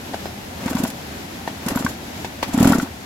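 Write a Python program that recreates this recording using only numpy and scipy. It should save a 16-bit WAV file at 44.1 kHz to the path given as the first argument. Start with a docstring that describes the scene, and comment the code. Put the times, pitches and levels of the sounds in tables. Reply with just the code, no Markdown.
"""On a workshop bench, a small two-stroke chainsaw is pulled over three times and never fires.
A fan-like rush fills the room. As the cord takes up, the starter knocks the housing into damped vibration.
The works rattle, and the piston pumps air out and in once a turn: each stroke rings the cylinder's air
with a low pop and drives a hissing jet through the opening. The starter pawls clank, one bright tick
sounds, the cord squeaks, and bench and room return short reflections."""
import sys
import numpy as np
from scipy import signal
from scipy.fft import rfft, irfft, next_fast_len
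from scipy.io import wavfile
from scipy.ndimage import uniform_filter1d, map_coordinates

SR = 44100
rng = np.random.default_rng(int(sys.argv[2]) if len(sys.argv) > 2 else 0)


def to_wav(s):
    """Save 16-bit WAV."""
    ch = np.atleast_2d(s).T  # columns
    pcm = np.round(np.clip(ch, -1, 1) * 32767)  # PCM
    wavfile.write(sys.argv[1], SR, pcm.astype(np.int16))


N = 134505
T = np.arange(N) / SR

# fan noise: (frequency [Hz], relative density [dB])
FAN_SPECTRUM = [(20, -29), (45, -10), (62, -6), (80, 4.5), (105, -3.5), (150, -3), (220, 1), (320, -3),
                (460, -9), (780, -6.5), (1150, -14), (1700, -13), (4200, -18), (7200, -22), (9000, -29),
                (12000, -23), (15500, -32.5)]
# slow trend of the fan: (time [s], level [dB])
FAN_LEVEL = [(0, -32.8), (2.3, -32), (3.05, -34.5)]
# likeness of left and right, for fan and saw: (frequency [Hz], correlation [-])
FAN_CORRELATION = [(50, 0.9), (200, 1), (1200, -0.21), (4000, 0.021)]
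SAW_CORRELATION = [(300, 0.94), (640, 0.84), (3100, -0.17), (12000, 0.072)]
# starter jerks: (time [s], ring level [dB], crack level [dB], pitch ratio [-])
HOUSING_KNOCKS = [(.137, -21.5, -34, 0.96), (.1440, -15, -36, 0.814), (.2575, -16.5, -33, 0.78),
                  (1.4772, -12.5, -29.5, 0.92), (2.2475, -19, -28.5, 0.86), (2.4295, -9, -19.5, 0.97)]
# modes of housing and pawl: (nominal frequency [Hz], relative level [dB], T60 [s])
HOUSING_MODES = [(270, -14, 0.027), (488, -8, 0.022), (760, -5, 0.014), (984, -3.5, 0.016),
                 (1990, -14.5, 0.014)]
PAWL_MODES = [(978, -2, 0.019), (1444, -3, .017), (1996, -12.5, 0.012)]
# noise of impacts, works, air jet and hollow port rush: (frequency [Hz], relative density [dB])
CRACK_SPECTRUM = [(300, 5), (1700, 7), (5500, 0), (9000, -10), (16000, -12)]
RATTLE_SPECTRUM = [(40, -23), (110, -1), (700, 0), (1080, -3), (1700, -8), (4500, -19), (16000, -29.5)]
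HISS_SPECTRUM = [(400, -36), (1500, 0), (5500, 3), (7300, 1), (9000, -3), (11000, 3), (13000, 1.5),
                 (16000, -9)]
GASP_SPECTRUM = [(40, 3), (250, 5), (480, 0), (740, 1.5), (1150, -12), (2200, -34)]
# rattle envelopes, one list per pull: (time [s], level [dB])
RATTLE_LEVELS = [
    [(.6, -38), (.67, -31), (.84, -32), (.93, -54)],
    [(1.62, -40.5), (1.69, -31), (1.85, -33.5), (1.94, -60)],
    [(2.46, -42), (2.56, -30.5), (2.66, -21.5), (2.72, -24.5), (2.79, -32.5), (2.88, -37)],
]
# air sucked in and pushed out: (time [s], pop level [dB], hiss gain [dB])
INTAKE_STROKES = [(0.6358, -23, -43), (0.7138, -14.5, -31.5), (0.8036, -13, -31), (0.8896, -25, -32),
                  (1.7202, -15, -34), (1.8097, -17.5, -32), (1.9071, -23, -34), (2.4926, -18.5, -38),
                  (2.548, -8, -29), (2.6093, -2.5, -26.5), (2.6567, -1.5, -26), (2.702, -4, -25),
                  (2.7566, -7, -28.5), (2.832, -12.5, -32.5)]
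EXHAUST_STROKES = [(0.664, -12, -29.5), (0.7553, -9.5, -28.5), (0.8397, -9, -23), (.906, -30.5, -31.5),
                   (1.6673, -12.5, -29.5), (1.762, -9.5, -27.5), (1.8511, -9.5, -25), (2.5803, -7, -27.5),
                   (2.632, -5, -19), (2.677, -3, -19), (2.7251, -6.5, -21.5), (2.787, -8.5, -27.5)]
# ring of the cylinder's air: (start frequency [Hz], end frequency [Hz], glide [s], rise [s], fall [s])
INTAKE_RING = (184, 276, .002, .0034, .0058)
EXHAUST_RING = (194, 252, .002, .0044, .006)
# narrow resonances of the opening: (frequency [Hz], half width [Hz], gain [dB])
OPENING_RESONANCES = [(7260, 430, 8.5), (10630, 320, 2.5)]
# pawl impacts: (time [s], lowest mode level [dB], upper mode level [dB])
PAWL_CLANKS = [(.681, -22, -26), (0.7702, -16.5, -22), (.852, -17, -25), (1.684, -19, -20.5),
               (1.775, -16, -15), (1.8657, -10.5, -10.5), (2.588, -16, -15), (2.647, -20, -15.5),
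               (2.673, -15, -16), (2.691, -22, -19), (2.734, -33, -7), (2.7998, -33, -13.5)]
# the cord in its eyelet: (time [s], level [dB], frequency [Hz])
CORD_SQUEAKS = [(1.761, -32, 12000), (1.774, -30, 11850), (2.740, -33, 13100)]
# reverberation of the workshop: (frequency [Hz], T60 [s])
ROOM_DECAY = [(200, 0.27), (12000, 0.069)]
# channel balance: (frequency [Hz], left minus right [dB])
STEREO_BALANCE = [(60, -1), (330, 0), (650, 3), (2200, 3.5), (9000, -1)]


def amp(db):
    """Amplitude grows tenfold per 20 dB."""
    return 10 ** (np.asarray(db) / 20)


def unit(x):
    """Normalisation to rms 1."""
    return x / np.sqrt(np.mean(x ** 2) + 1e-20)


def along(points, hz):
    """Interpolation on a logarithmic frequency axis."""
    f, v = np.transpose(points)
    return np.interp(np.log(hz + 1), np.log(f + 1), v)


def wobble(rate):
    """Smooth random modulation: a spline through rate knots a second."""
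    return map_coordinates(rng.standard_normal(int(N * rate / SR) + 4), [T * rate])


def filtered(x, response):
    """Linear filtering: the spectrum times a frequency response."""
    size = next_fast_len(N + SR // 2)
    return irfft(rfft(x, size) * response(np.fft.rfftfreq(size, 1 / SR)), size)[..., :N]


def spread(pair, correlation):
    """Mid-side mixing gives two independent signals a set correlation."""
    angle = lambda hz: np.arccos(np.clip(along(correlation, hz), -1, 1)) / 2
    mid, side = filtered(pair, lambda hz: np.array([np.cos(angle(hz)), np.sin(angle(hz))]))
    return np.array([mid + side, mid - side])


def noise(spectrum, correlation=SAW_CORRELATION, grain=1):
    """Source and filter: white noise, modulated by grain, is coloured and scaled to rms 1."""
    white = grain * rng.standard_normal((2, N))
    coloured = filtered(white, lambda hz: amp(along(spectrum, hz)))
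    return unit(spread(coloured, correlation))


def patchy(x, depth_db):
    """Random modulation in patches some hundred hertz wide and some milliseconds long."""
    spectra = signal.stft(x, nperseg=256)[2]
    field = uniform_filter1d(rng.standard_normal(spectra.shape[1:]), size=4, axis=0)
    field = unit(uniform_filter1d(field, size=5, axis=1))
    return unit(signal.istft(spectra * amp(depth_db * field), nperseg=256)[1][:, :N])


def swell(t, rise_s, fall_s):
    """Gaussian rise to t = 0, then exponential decay."""
    return np.exp(-(np.minimum(t, 0) / rise_s) ** 2 - np.maximum(t, 0) / fall_s)


def fan():
    """Broadband noise with a low spectral peak: a rush and drone that waver in level."""
    level_db = np.interp(T, *np.transpose(FAN_LEVEL)) + 0.77 * wobble(14.1)
    return amp(level_db) * noise(FAN_SPECTRUM, FAN_CORRELATION)


def strike(onset, db, modes, pitch, scatter_db, skew_rad, attack_s=0.0016):
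    """Modal superposition: a blow rings damped modes, their level and phase varying by side."""
    out = np.zeros((2, N))
    near = np.abs(T - onset) < 0.1
    t = T[near] - onset
    for (hz, mode_db, t60), force_db in zip(modes, np.broadcast_to(db, len(modes))):
        gain = amp(force_db + mode_db + scatter_db * rng.standard_normal((2, 1)))
        phase = 2 * np.pi * hz * pitch * (t - attack_s / 2) + skew_rad * rng.standard_normal((2, 1))
        out[:, near] += gain * swell(t, attack_s, t60 / np.log(1000)) * np.cos(phase)
    return out


def housing():
    """Impulse excitation: heavily damped modes knock under a short crack; a small steel part pings."""
    rings, cracks = np.zeros((2, N)), np.zeros(N)
    for onset, db, crack_db, pitch in HOUSING_KNOCKS:
        rings += strike(onset, db, HOUSING_MODES, pitch, scatter_db=2.5, skew_rad=0.3)
        cracks += amp(crack_db) * swell(T - onset, rise_s=0.0024, fall_s=0.012)
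    ping_s = HOUSING_KNOCKS[2][0]  # with the third knock
    ping_hz, ping_db, ping_t60 = 5100, -40.5, 0.2
    ping_level = amp(ping_db) * swell(T - ping_s, 1 / SR, ping_t60 / np.log(1000))
    return rings + cracks * noise(CRACK_SPECTRUM) + ping_level * np.sin(2 * np.pi * ping_hz * T)


def works():
    """Amplitude-modulated noise: pulley, cord and crank rattle in fine grains, swelling with each pull."""
    level = sum(amp(np.interp(T, *np.transpose(pull), left=-np.inf, right=-np.inf))
                for pull in RATTLE_LEVELS)
    rattle = noise(RATTLE_SPECTRUM, grain=amp(3.3 * wobble(350)))
    return level * patchy(rattle, depth_db=1.5)


def pop(peak_s, start_hz, end_hz, glide_s, rise_s, fall_s):
    """Cavity resonance: the cylinder's air rings for a few cycles, its pitch rising as the piston moves."""
    t = T - peak_s
    hz = start_hz + (end_hz - start_hz) * (1 + np.tanh(t / glide_s)) / 2
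    cycles = np.cumsum(hz) / SR
    envelope = np.exp(-(np.minimum(t, 0) / rise_s) ** 2 - (np.maximum(t, 0) / fall_s) ** 1.26)
    return envelope * np.cos(2 * np.pi * (cycles - np.interp(peak_s, T, cycles)))


def piston():
    """Air displacement: the two strokes pop with opposite sign, each just after a burst of flow noise."""
    pops, jet, gasp = np.zeros((3, N))
    for time, db, hiss_db in EXHAUST_STROKES:
        pops -= amp(db) * pop(time, *EXHAUST_RING)
        flow = swell(T - time + 0.002, rise_s=0.0024, fall_s=0.0038)
        jet += amp(hiss_db) * flow
        gasp += amp(db + 2.5) * flow
    for time, db, hiss_db in INTAKE_STROKES:
        turn_s = min(abs(time - other[0]) for other in INTAKE_STROKES if other[0] != time)
        lead_s = 0.13 * turn_s  # the hiss peaks this long before the pop
        pops += amp(db) * pop(time, *INTAKE_RING)
        jet += amp(hiss_db) * swell(T - time + lead_s, rise_s=1.1 * lead_s, fall_s=1.26 * lead_s)
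        gasp += amp(db) * swell(T - time + lead_s / 2, rise_s=1.3 * lead_s, fall_s=0.01)
    opening = lambda f: amp(sum(db / (1 + ((f - hz) / width) ** 2)
                                for hz, width, db in OPENING_RESONANCES))
    hiss = noise(HISS_SPECTRUM, grain=amp(0.73 * wobble(900)))
    hiss = patchy(filtered(hiss, opening), depth_db=1.5)
    return pops + jet * hiss + amp(-16) * gasp * noise(GASP_SPECTRUM)


def pawls():
    """Modal excitation: a pawl lands dully or brightly as its low and upper modes share the blow."""
    rings, cracks = np.zeros((2, N)), np.zeros(N)
    for onset, low_db, high_db in PAWL_CLANKS:
        pitch = 1 + 0.035 * rng.standard_normal()
        force_db = [low_db] + [high_db] * (len(PAWL_MODES) - 1)
        rings += strike(onset, force_db, PAWL_MODES, pitch, scatter_db=0.5, skew_rad=0.36)
        cracks += amp(-28) * swell(T - onset, rise_s=0.0018, fall_s=0.0045)
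    return rings + cracks * noise(CRACK_SPECTRUM)


def tick():
    """Broadband transient: one sharp, bright tick, perhaps a spark, sounds in the second pull."""
    return amp(-18.5) * swell(T - 1.6858, rise_s=0.00075, fall_s=0.004) * noise(HISS_SPECTRUM)


def cord():
    """Frequency-modulated tones: the cord gives thin, wavering squeaks."""
    waver_hz = 200 * wobble(1200)
    squeaks = np.zeros(N)
    for time, db, hz in CORD_SQUEAKS:
        tone = np.sin(2 * np.pi * np.cumsum(hz + waver_hz) / SR)
        squeaks += amp(db) * swell(T - time, rise_s=0.0058, fall_s=0.0058) * tone
    return squeaks


def reflect(x, response):
    """Convolution with an energy-normalised impulse response, delayed by 2.5 ms."""
    delayed = np.pad(response / np.linalg.norm(response[0]), ((0, 0), (SR // 400, 0)))
    return signal.fftconvolve(x, delayed, axes=1)[:, :N]


def workshop(x, early_db, early_t60, room_db):
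    """Early reflections from bench and body, and short reverberation from the cluttered room."""
    hz, t, spectra = signal.stft(rng.standard_normal((2, SR // 2)), SR, nperseg=256)
    decay = amp(-60 * t / along(ROOM_DECAY, hz)[:, None])
    tail = signal.istft(spectra * decay, SR, nperseg=256)[1]
    t = np.arange(tail.shape[1]) / SR
    early = rng.standard_normal(tail.shape) * amp(-60 * t / early_t60)
    scatter = filtered(reflect(x, early), lambda f: f ** 2 / (f ** 2 + 480 ** 2))  # high-pass
    return spread(amp(early_db) * scatter + amp(room_db) * reflect(x, tail), SAW_CORRELATION)


def scene():
    """Superposition of the nearby saw, its reflections and the fan."""
    saw = piston() + works() + cord() + tick() + pawls() + housing()
    return saw + workshop(saw, early_db=-7, early_t60=0.046, room_db=-19.5) + fan()


def record(dry):
    """Frequency response: two microphones of unequal colour share one band limit."""
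    top_hz = 15900
    balance = lambda hz: amp(np.outer([1, -1], along(STEREO_BALANCE, hz)) / 2)
    return filtered(dry, lambda hz: balance(hz) * (hz < top_hz))


dry = scene()
out = record(dry)
to_wav(out)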